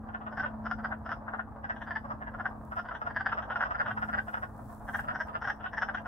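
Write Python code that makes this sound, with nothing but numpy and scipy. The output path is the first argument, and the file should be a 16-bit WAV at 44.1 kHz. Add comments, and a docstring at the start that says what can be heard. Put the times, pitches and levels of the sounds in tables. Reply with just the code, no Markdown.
"""Frogs cluck in chorus on a woodland pond, heard from the bank by a camera with two microphone ports.
Each cluck is a short burst of throat pulses that rings the vocal sac, body and throat.
Many more frogs chatter farther out, made of overlapping clucks blurred together with noise.
A distant engine, built from sine waves, hums over a low noise rumble, with faint stirring air.
Something dry rustles faintly near the camera: hissing noise with tiny ticks in it."""
import sys
import numpy as np
from scipy import signal
from scipy.fft import rfft, irfft, next_fast_len
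from scipy.io import wavfile
from scipy.ndimage import map_coordinates

SR = 44100
rng = np.random.default_rng(int(sys.argv[2]) if len(sys.argv) > 2 else 0)


def pcm_store(signal):
    """Save signal as 16-bit PCM."""
    levels = np.round(np.clip(np.atleast_2d(signal), -1, 1) * 32767)
    wavfile.write(sys.argv[1], SR, levels.astype(np.int16).T)


N = 267687  # length in samples

# Average sizes of the throat pulses in one cluck; three weak, slow ones run up to it.
# Each entry: size in dB.
PULSES = [-21, -16, -9, -2.5, -.5, 0, -.5, -2, -4.5, -9]


def amp(db):
    """Turn decibels into a gain."""
    return 10 ** (np.asarray(db) / 20)


def unit(x):
    """Scale a sound to rms 1."""
    return x / np.sqrt(np.mean(x ** 2) + 1e-20)


def along(points, hz):
    """Read a curve of (Hz, value) points on a log frequency axis."""
    f, v = np.transpose(points)
    return np.interp(np.log(hz + 1), np.log(f + 1), v)


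def curves(rows):
    """Draw each column after the time as a curve with one value per sample."""
    s, *columns = np.transpose(rows)
    t = np.arange(N) / SR
    return [np.interp(t, s, column) for column in columns]


def wobble(rate):
    """Draw a smooth random curve with rate random points a second."""
    knots = rng.standard_normal(int(N * rate / SR) + 4)
    return map_coordinates(knots, [np.arange(N) * rate / SR])


def filtered(x, response):
    """Filter x with a response that is a function of frequency."""
    size = next_fast_len(N + SR // 2)
    f = np.fft.rfftfreq(size, 1 / SR)
    return irfft(rfft(x, size) * response(f), size)[..., :N]


def coloured(x, spectrum):
    """Shape x with a curve of (Hz, dB) points, then scale it to rms 1."""
    return unit(filtered(x, lambda f: amp(along(spectrum, f))))


def noise(alike):
    """Make white noise for two ports; alike is the share of power they have in common."""
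    share = np.clip(alike, 0, 1)
    common = np.sqrt(share) * rng.standard_normal(N)
    return common + np.sqrt(1 - share) * rng.standard_normal((2, N))


def resonance(f, hz, width_hz):
    """Frequency response of one damped mode, something that rings at hz and dies away."""
    return 1j * f * width_hz / (hz * hz - f * f + 1j * f * width_hz)


def band(f, low_hz, high_hz, order):
    """Frequency response of a causal band filter with steep sides."""
    return signal.freqs(*signal.butter(order, [low_hz, high_hz], "band", analog=True), f)[1]


def tail(t60, size):
    """Scattered sound of energy 1 at each port: noise that loses 60 dB in t60 seconds."""
    t = np.arange(size) / SR
    soft_start = 1 - np.exp(-t / 0.0055)
    x = rng.standard_normal((2, size)) * amp(-60 * t / t60) * soft_start
    return x / np.linalg.norm(x, axis=1, keepdims=True)


def add(track, s, sound):
    """Mix a sound into the track at s seconds, cutting off what lies outside."""
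    start = round(s * SR)
    part = sound[:, max(0, -start):max(0, N - start)]
    first = max(0, start)
    track[:, first:first + part.shape[1]] += part


def breeze():
    """Air stirs at each port on its own: separate low noises with a wandering level."""
    spectrum = [(18, -16), (30, -3), (40, -8), (60, -6), (120, -18), (250, -44), (600, -94.5)]  # (Hz, dB)
    stir = coloured(noise(alike=0), spectrum)
    return amp(-63 + 3 * wobble(3)) * stir


def engine():
    """A distant engine's orders (multiples of shaft rate) waver in the air over a broad rumble."""
    # Engine speed. Each row: time in seconds, pitch of the strong sixth order in Hz.
    engine_pitch = [(0.0, 218.8), (2.13, 218.6), (2.18, 217.8), (4.11, 214.9), (6.07, 214.7)]
    # The hum swells and fades on its way through the air.
    # Each row: time in seconds, level in dB before the gains below.
    hum_levels = [(0.03, -48), (0.45, -47), (0.56, -42), (0.93, -44), (1.15, -53), (1.4, -47), (1.52, -53),
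                  (2.14, -49), (2.81, -52), (2.94, -58), (3.18, -51), (3.78, -57), (3.96, -46), (4.11, -46),
                  (4.53, -55), (4.87, -50), (5.65, -55), (6.04, -49)]
    # Weaker orders. Each row: multiple of the shaft rate, level in dB against the sixth order's average.
    overtones = [(2, -11), (3, -15), (7, -20.5), (8, -24), (9, -15), (12, -18)]
    # Loudness of the rumble. Each row: time in seconds, level in dB before the gains below.
    rumble_levels = [(0, -47), (.3, -50), (.4, -46.5), (.84, -44.5), (.95, -49), (1.6, -50.5), (2.05, -47),
                     (2.7, -48), (2.87, -53), (3.1, -47.5), (3.55, -50), (4, -46), (4.35, -49.5),
                     (5.05, -48.5), (5.55, -52), (6.07, -48)]
    # Tone of the rumble. Each row: frequency in Hz, relative strength in dB per Hz.
    rumble_spectrum = [(20, -29), (32, -17), (45, 1.5), (75, 0.5), (110, 0), (150, -5), (190, -11.5),
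                       (245, -3.5), (290, -8.5), (360, -29), (500, -16), (900, -62)]

    (hz,), (db,), (rumble_db,) = curves(engine_pitch), curves(hum_levels), curves(rumble_levels)
    phase = 2 * np.pi * np.cumsum(hz) / SR
    shaft = phase / 6
    hum = amp(db + 0.3 * wobble(9)) * np.sin(phase)
    for multiple, level_db in overtones:
        loudness = amp(np.mean(db) + level_db + 0.67 * wobble(1.6))
        hum = hum + loudness * np.sin(multiple * shaft + .5 * wobble(10))
    rumble = amp(rumble_db + .4 + .9 * wobble(10)) * coloured(noise(alike=0.84), rumble_spectrum)
    # slightly stronger on the left
    return (amp(2.9) * hum + rumble) * amp([[.35], [-.35]])


def rustle(ticks_db=-7):
    """A soft dry hiss with tiny random ticks in it, stronger on the left."""
    # Loudness of the rustle. Each row: time in seconds, level in dB before the gains below.
    rustle_levels = [(0.05, -90), (2.45, -88), (2.73, -78), (2.85, -88), (3.79, -88), (4.09, -75),
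                     (4.14, -78), (4.34, -73), (4.52, -79), (4.72, -69), (4.81, -77), (4.97, -66),
                     (5.17, -86), (5.22, -78), (5.42, -86), (5.5, -79), (5.55, -86), (6.0, -86)]
    # Tone of the rustle. Each row: frequency in Hz, relative strength in dB per Hz.
    dry_spectrum = [(1500, -44), (3500, -7), (5000, -7.5), (7000, -3.5), (8400, 1), (9300, -2.5),
                    (11000, 2), (12500, -4), (15500, 0)]

    level_db, = curves(rustle_levels)
    # about 60 ticks a second
    ticks = (rng.random(N) < 60 / SR) * rng.laplace(size=(2, N))
    grain = unit(noise(alike=.12)) + amp(ticks_db) * unit(ticks)
    loudness = amp(level_db + 5 + .8 * wobble(14))
    return loudness * coloured(grain, dry_spectrum) * amp([[1.7], [-2.1]])


def burst(f, sac_hz, lead, pulse_hz=360, spread=0.12, jitter=0.05, size_spread_db=2.85):
    """Spectra of one cluck's pulses, a row each; their spacing is a whole number of sac cycles."""
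    # places counted in pulse periods; the three early pulses are farther apart
    place = np.append([-5.5, -3.6, -1.8], np.arange(len(PULSES) - 3))
    rate_hz = pulse_hz * np.exp(spread * rng.standard_normal())
    period = np.round(sac_hz / rate_hz) / sac_hz
    times = lead + (place + jitter * rng.standard_normal(len(place))) * period
    sizes = amp(PULSES + size_spread_db * rng.standard_normal(len(place)))
    # a delay turns the phase in step with frequency
    return sizes[:, None] * np.exp(-2j * np.pi * f * times[:, None])


def far_frogs(count=240, size=4096, range_db=6):
    """Overlapping distant clucks, dulled and blurred into a steady chatter with noise in it."""
    # Loudness of the far chorus. Each row: time in seconds, level in dB before a small cut below.
    chorus_levels = [(0, -49), (.73, -47), (1.59, -49.5), (2.47, -48), (2.7, -49.5), (3.35, -46),
                     (3.77, -43.5), (4.05, -46.5), (4.65, -49), (5.11, -47.5), (6.07, -46)]
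    # Tone of the far chorus. Each row: frequency in Hz, relative strength in dB per Hz.
    far_spectrum = [(250, -28.5), (400, -12.5), (520, -1.5), (620, 2), (800, 1), (1100, -2), (1500, -10.5),
                    (1800, -16), (2100, -30), (3100, -42.5), (4000, -45.5), (5100, -47.5), (6500, -57)]

    out, f = np.zeros((2, N)), np.fft.rfftfreq(size, 1 / SR)
    lead = .03  # room in seconds for the early pulses
    side = np.array([[1], [-1]])
    for when, pitch, place, loud in rng.random((count, 4)):
        # a sound from one side reaches that port sooner
        ports = np.exp(2j * np.pi * f * side * (place - .5) * 0.00025)
        pulses = burst(f, 1200 + 480 * pitch, lead).sum(axis=0)
        add(out, when * N / SR - lead, amp(range_db * loud) * irfft(pulses * ports))
    scattered = signal.fftconvolve(out, tail(t60=0.24, size=SR // 4), axes=1)[:, :N]
    blurred = out + amp(-2) * scattered
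    level_db, = curves(chorus_levels)
    chatter = coloured(blurred, far_spectrum)
    haze = coloured(noise(alike=0.76), far_spectrum)
    return amp(level_db - .7) * unit(chatter + amp(-4.5) * haze)


def woods(x):
    """Trunks around the pond return a faint echo, made by smearing x over a dying noise tail."""
    echo = signal.fftconvolve(x, tail(t60=0.2, size=SR), axes=1)[:, :N]
    gains = [(700, -33), (1500, -17.5), (3000, -21), (5500, -6.5)]  # (Hz, dB)
    return filtered(echo, lambda f: amp(along(gains, f)))


def clucks():
    """Each call steps to its last, highest cluck: (s, frog, level dB, sac Hz, throat dB)."""
    # Calls of one to three clucks. Each row: start in seconds, frog name, number of clucks,
    # spacing in seconds, swell per cluck in dB, level of the last cluck in dB,
    # sac pitch of the last cluck in Hz, throat level in dB against the sac.
    croaks = [(.086, "dull", 2, .056, 11, -37, 1470, -24), (.21, "dull", 2, .054, 7.5, -39.5, 1300, -22.5),
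              (.322, "close", 2, .051, 8.5, -37.5, 1540, -26), (.395, "close", 1, 0, 0, -33, 1530, -26),
              (.432, "soft", 1, 0, 0, -33, 1470, -26), (.457, "dull", 1, 0, 0, -37.5, 1490, -20),
              (.657, "close", 2, .052, 4, -32, 1430, -25), (.786, "deep", 2, .058, 13, -33, 1460, -29),
              (.916, "muffled", 1, 0, 0, -35, 1510, -28), (1.056, "close", 2, .058, 7.5, -34, 1390, -23.5),
              (1.091, "close", 1, 0, 0, -41, 1560, -23), (1.279, "muffled", 3, .056, 2.5, -34, 1490, -29),
              (1.641, "left", 2, .055, 6, -32.5, 1640, -25.5),
              (1.761, "shrill", 2, .054, 5.5, -42.5, 1660, -17), (1.871, "deep", 1, 0, 0, -42.5, 1510, -25),
              (1.907, "deep", 2, .05, 3, -33, 1760, -25.5), (2.043, "left", 2, .059, 8.5, -36, 1190, -32),
              (2.215, "dull", 2, .053, .5, -41.5, 1650, -26), (2.339, "soft", 3, .057, 6, -31, 1500, -29),
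              (2.718, "left", 2, .049, 6, -33.5, 1380, -27), (2.788, "close", 1, 0, 0, -37, 1400, -23),
              (2.85, "deep", 2, .035, 6, -41.5, 1500, -22), (2.91, "soft", 1, 0, 0, -39, 1350, -27),
              (2.946, "shrill", 1, 0, 0, -41, 1570, -17), (3.014, "left", 2, .049, 2.5, -34, 1370, -26.5),
              (3.1, "deep", 2, .062, 13, -31, 1690, -26), (3.202, "deep", 2, .058, 5.5, -29, 1590, -25.5),
              (3.285, "hoarse", 1, 0, 0, -40, 1600, -17), (3.321, "hoarse", 1, 0, 0, -31, 1370, -21),
              (3.378, "left", 1, 0, 0, -32.5, 1350, -25), (3.426, "shrill", 1, 0, 0, -43, 1500, -18),
              (3.5, "soft", 2, .017, -1, -37, 1470, -20), (3.557, "hoarse", 2, .048, 1, -30.5, 1500, -22.5),
              (3.624, "hoarse", 1, 0, 0, -29.5, 1500, -26), (3.652, "left", 2, .054, 2.5, -33, 1360, -24.5),
              (3.746, "right", 2, .052, 8, -27, 1500, -27), (3.858, "soft", 2, .047, 0, -35.5, 1500, -20),
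              (3.88, "left", 1, 0, 0, -34, 1340, -23), (3.972, "left", 2, .051, 3, -31.5, 1460, -26),
              (4.086, "left", 1, 0, 0, -35.5, 1410, -30), (4.135, "right", 2, .045, 1, -29.5, 1560, -25),
              (4.278, "left", 2, .059, 6.5, -33, 1470, -23.5),
              (4.369, "left", 2, .059, 3, -35.5, 1450, -27),
              (4.882, "shrill", 2, .061, 7.5, -31.5, 1620, -24.5),
              (4.987, "hoarse", 1, 0, 0, -35.5, 1560, -23), (5.037, "right", 2, .045, 12.5, -33, 1330, -23),
              (5.104, "right", 1, 0, 0, -37, 1480, -24), (5.15, "bright", 2, .051, 4.5, -32, 1590, -27),
              (5.284, "right", 2, .063, 10, -33, 1310, -22),
              (5.418, "bright", 2, .055, 5.5, -33, 1450, -24),
              (5.442, "bright", 2, .054, 4, -32.5, 1670, -22), (5.604, "soft", 2, .056, 11, -38, 1480, -16),
              (5.639, "left", 1, 0, 0, -37.5, 1430, -22), (5.731, "bright", 2, .045, 8, -33, 1750, -24.5),
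              (5.819, "bright", 1, 0, 0, -29, 1500, -22), (5.886, "soft", 1, 0, 0, -34, 1550, -26),
              (5.945, "shrill", 1, 0, 0, -34.5, 1490, -20), (5.972, "right", 1, 0, 0, -40, 1650, -18),
              (6.056, "hoarse", 1, 0, 0, -39.5, 1410, -24)]
    sac_rise = .035  # the sac's pitch climbs by about this share from cluck to cluck

    for start, frog, count, spacing, swell_db, db, sac_hz, throat_db in croaks:
        for k in range(count):
            to_go = count - 1 - k
            level_db = db - swell_db * to_go
            yield start + k * spacing, frog, level_db, sac_hz * (1 - sac_rise) ** to_go, throat_db


def near_frogs(size=8192, sag=0.028, stems_db=-3, dulling_db=1.3):
    """Pulses ring the sac, the body and two throat modes; reeds and water scatter each cluck."""
    # Voice and place of each near frog. Each row, under the frog's name: throat resonance in Hz,
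    # top resonance in Hz, top level in dB against the sac, left minus right in dB,
    # head start of the left port in seconds.
    frogs = {"close": (2930, 5170, -29.5, 1.8, .00004), "bright": (2980, 5400, -28.5, 1.8, .00001),
             "deep": (3000, 4820, -33, 1.3, .00001), "shrill": (3130, 5780, -34.5, 2, .00005),
             "hoarse": (2830, 5220, -34.5, .3, .00009), "soft": (2920, 5140, -41, .5, .00006),
             "dull": (2780, 5200, -47, .3, .00035), "muffled": (2680, 5050, -52, 3, .00018),
             "left": (2700, 5150, -37.5, 0, .00032), "right": (2820, 4950, -37.5, 1.3, -.00045)}
    full_db = -32  # level of a full cluck
    # level in a full cluck, then dB gained for each dB that a cluck is weaker
    body_db, body_slope = -8.8, .42  # body against sac
    scatter_db, scatter_slope = -7, .33  # scattered against direct sound

    out, f = np.zeros((2, N)), np.fft.rfftfreq(size, 1 / SR)
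    lead = .03  # room in seconds for the early pulses
    length = .028  # seconds over which a cluck's level is reckoned
    side = np.array([[.5], [-.5]])
    sac_band = band(f, low_hz=877, high_hz=1956, order=6)
    body_band = band(f, low_hz=534, high_hz=1068, order=4)
    throat_band = band(f, low_hz=2320, high_hz=3680, order=4)
    top_band = band(f, low_hz=3900, high_hz=6400, order=5)
    # the sac swells during a cluck, so its resonance sinks from pulse to pulse
    sinking = 1 + sag * np.linspace(.5, -.5, len(PULSES))[:, None]
    for s, frog, db, sac_hz, throat_db in clucks():
        throat_hz, top_hz, top_db, pan_db, ahead = frogs[frog]
        weaker_db = full_db - db
        direct = amp(side * pan_db) * np.exp(2j * np.pi * f * side * ahead)
        # weaker frogs sit farther off, so more of their sound is scattered
        scatter = amp(scatter_db + scatter_slope * weaker_db)
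        path = direct + scatter * rfft(tail(t60=.08, size=size))
        # short waves bounce about longer among the stems
        high_path = path + amp(stems_db) * rfft(tail(t60=.09, size=size))

        pulses = burst(f, sac_hz, lead)
        train = pulses.sum(axis=0)
        # the first pulses are the brightest
        bright = amp(-dulling_db * np.arange(len(PULSES))) @ pulses

        sac = (pulses * resonance(f, sac_hz * sinking, width_hz=190)).sum(axis=0) * sac_band
        body = train * body_band * resonance(f, 0.52 * sac_hz, width_hz=490)
        throat = train * throat_band * resonance(f, throat_hz, width_hz=500)
        top = bright * top_band * resonance(f, top_hz, width_hz=700) ** 2
        modes = [(0, sac * path),
                 (body_db + body_slope * weaker_db, body * path),
                 (throat_db, throat * high_path),
                 (top_db, top * high_path)]
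        cluck = sum(amp(level_db) * unit(irfft(mode)) for level_db, mode in modes)
        add(out, s - lead, amp(db) * np.sqrt(length * SR / size) * cluck)
    return out


def scene():
    """The pond as heard from the bank: every source added together."""
    frogs = near_frogs()
    return frogs + woods(frogs) + far_frogs() + engine() + breeze() + rustle()


def record(dry):
    """The camera keeps nothing above its band limit: a sharp cut in the spectrum."""
    top_hz = 15780  # band limit in Hz
    return filtered(dry, lambda f: f < top_hz)


dry = scene()
out = record(dry)
pcm_store(out)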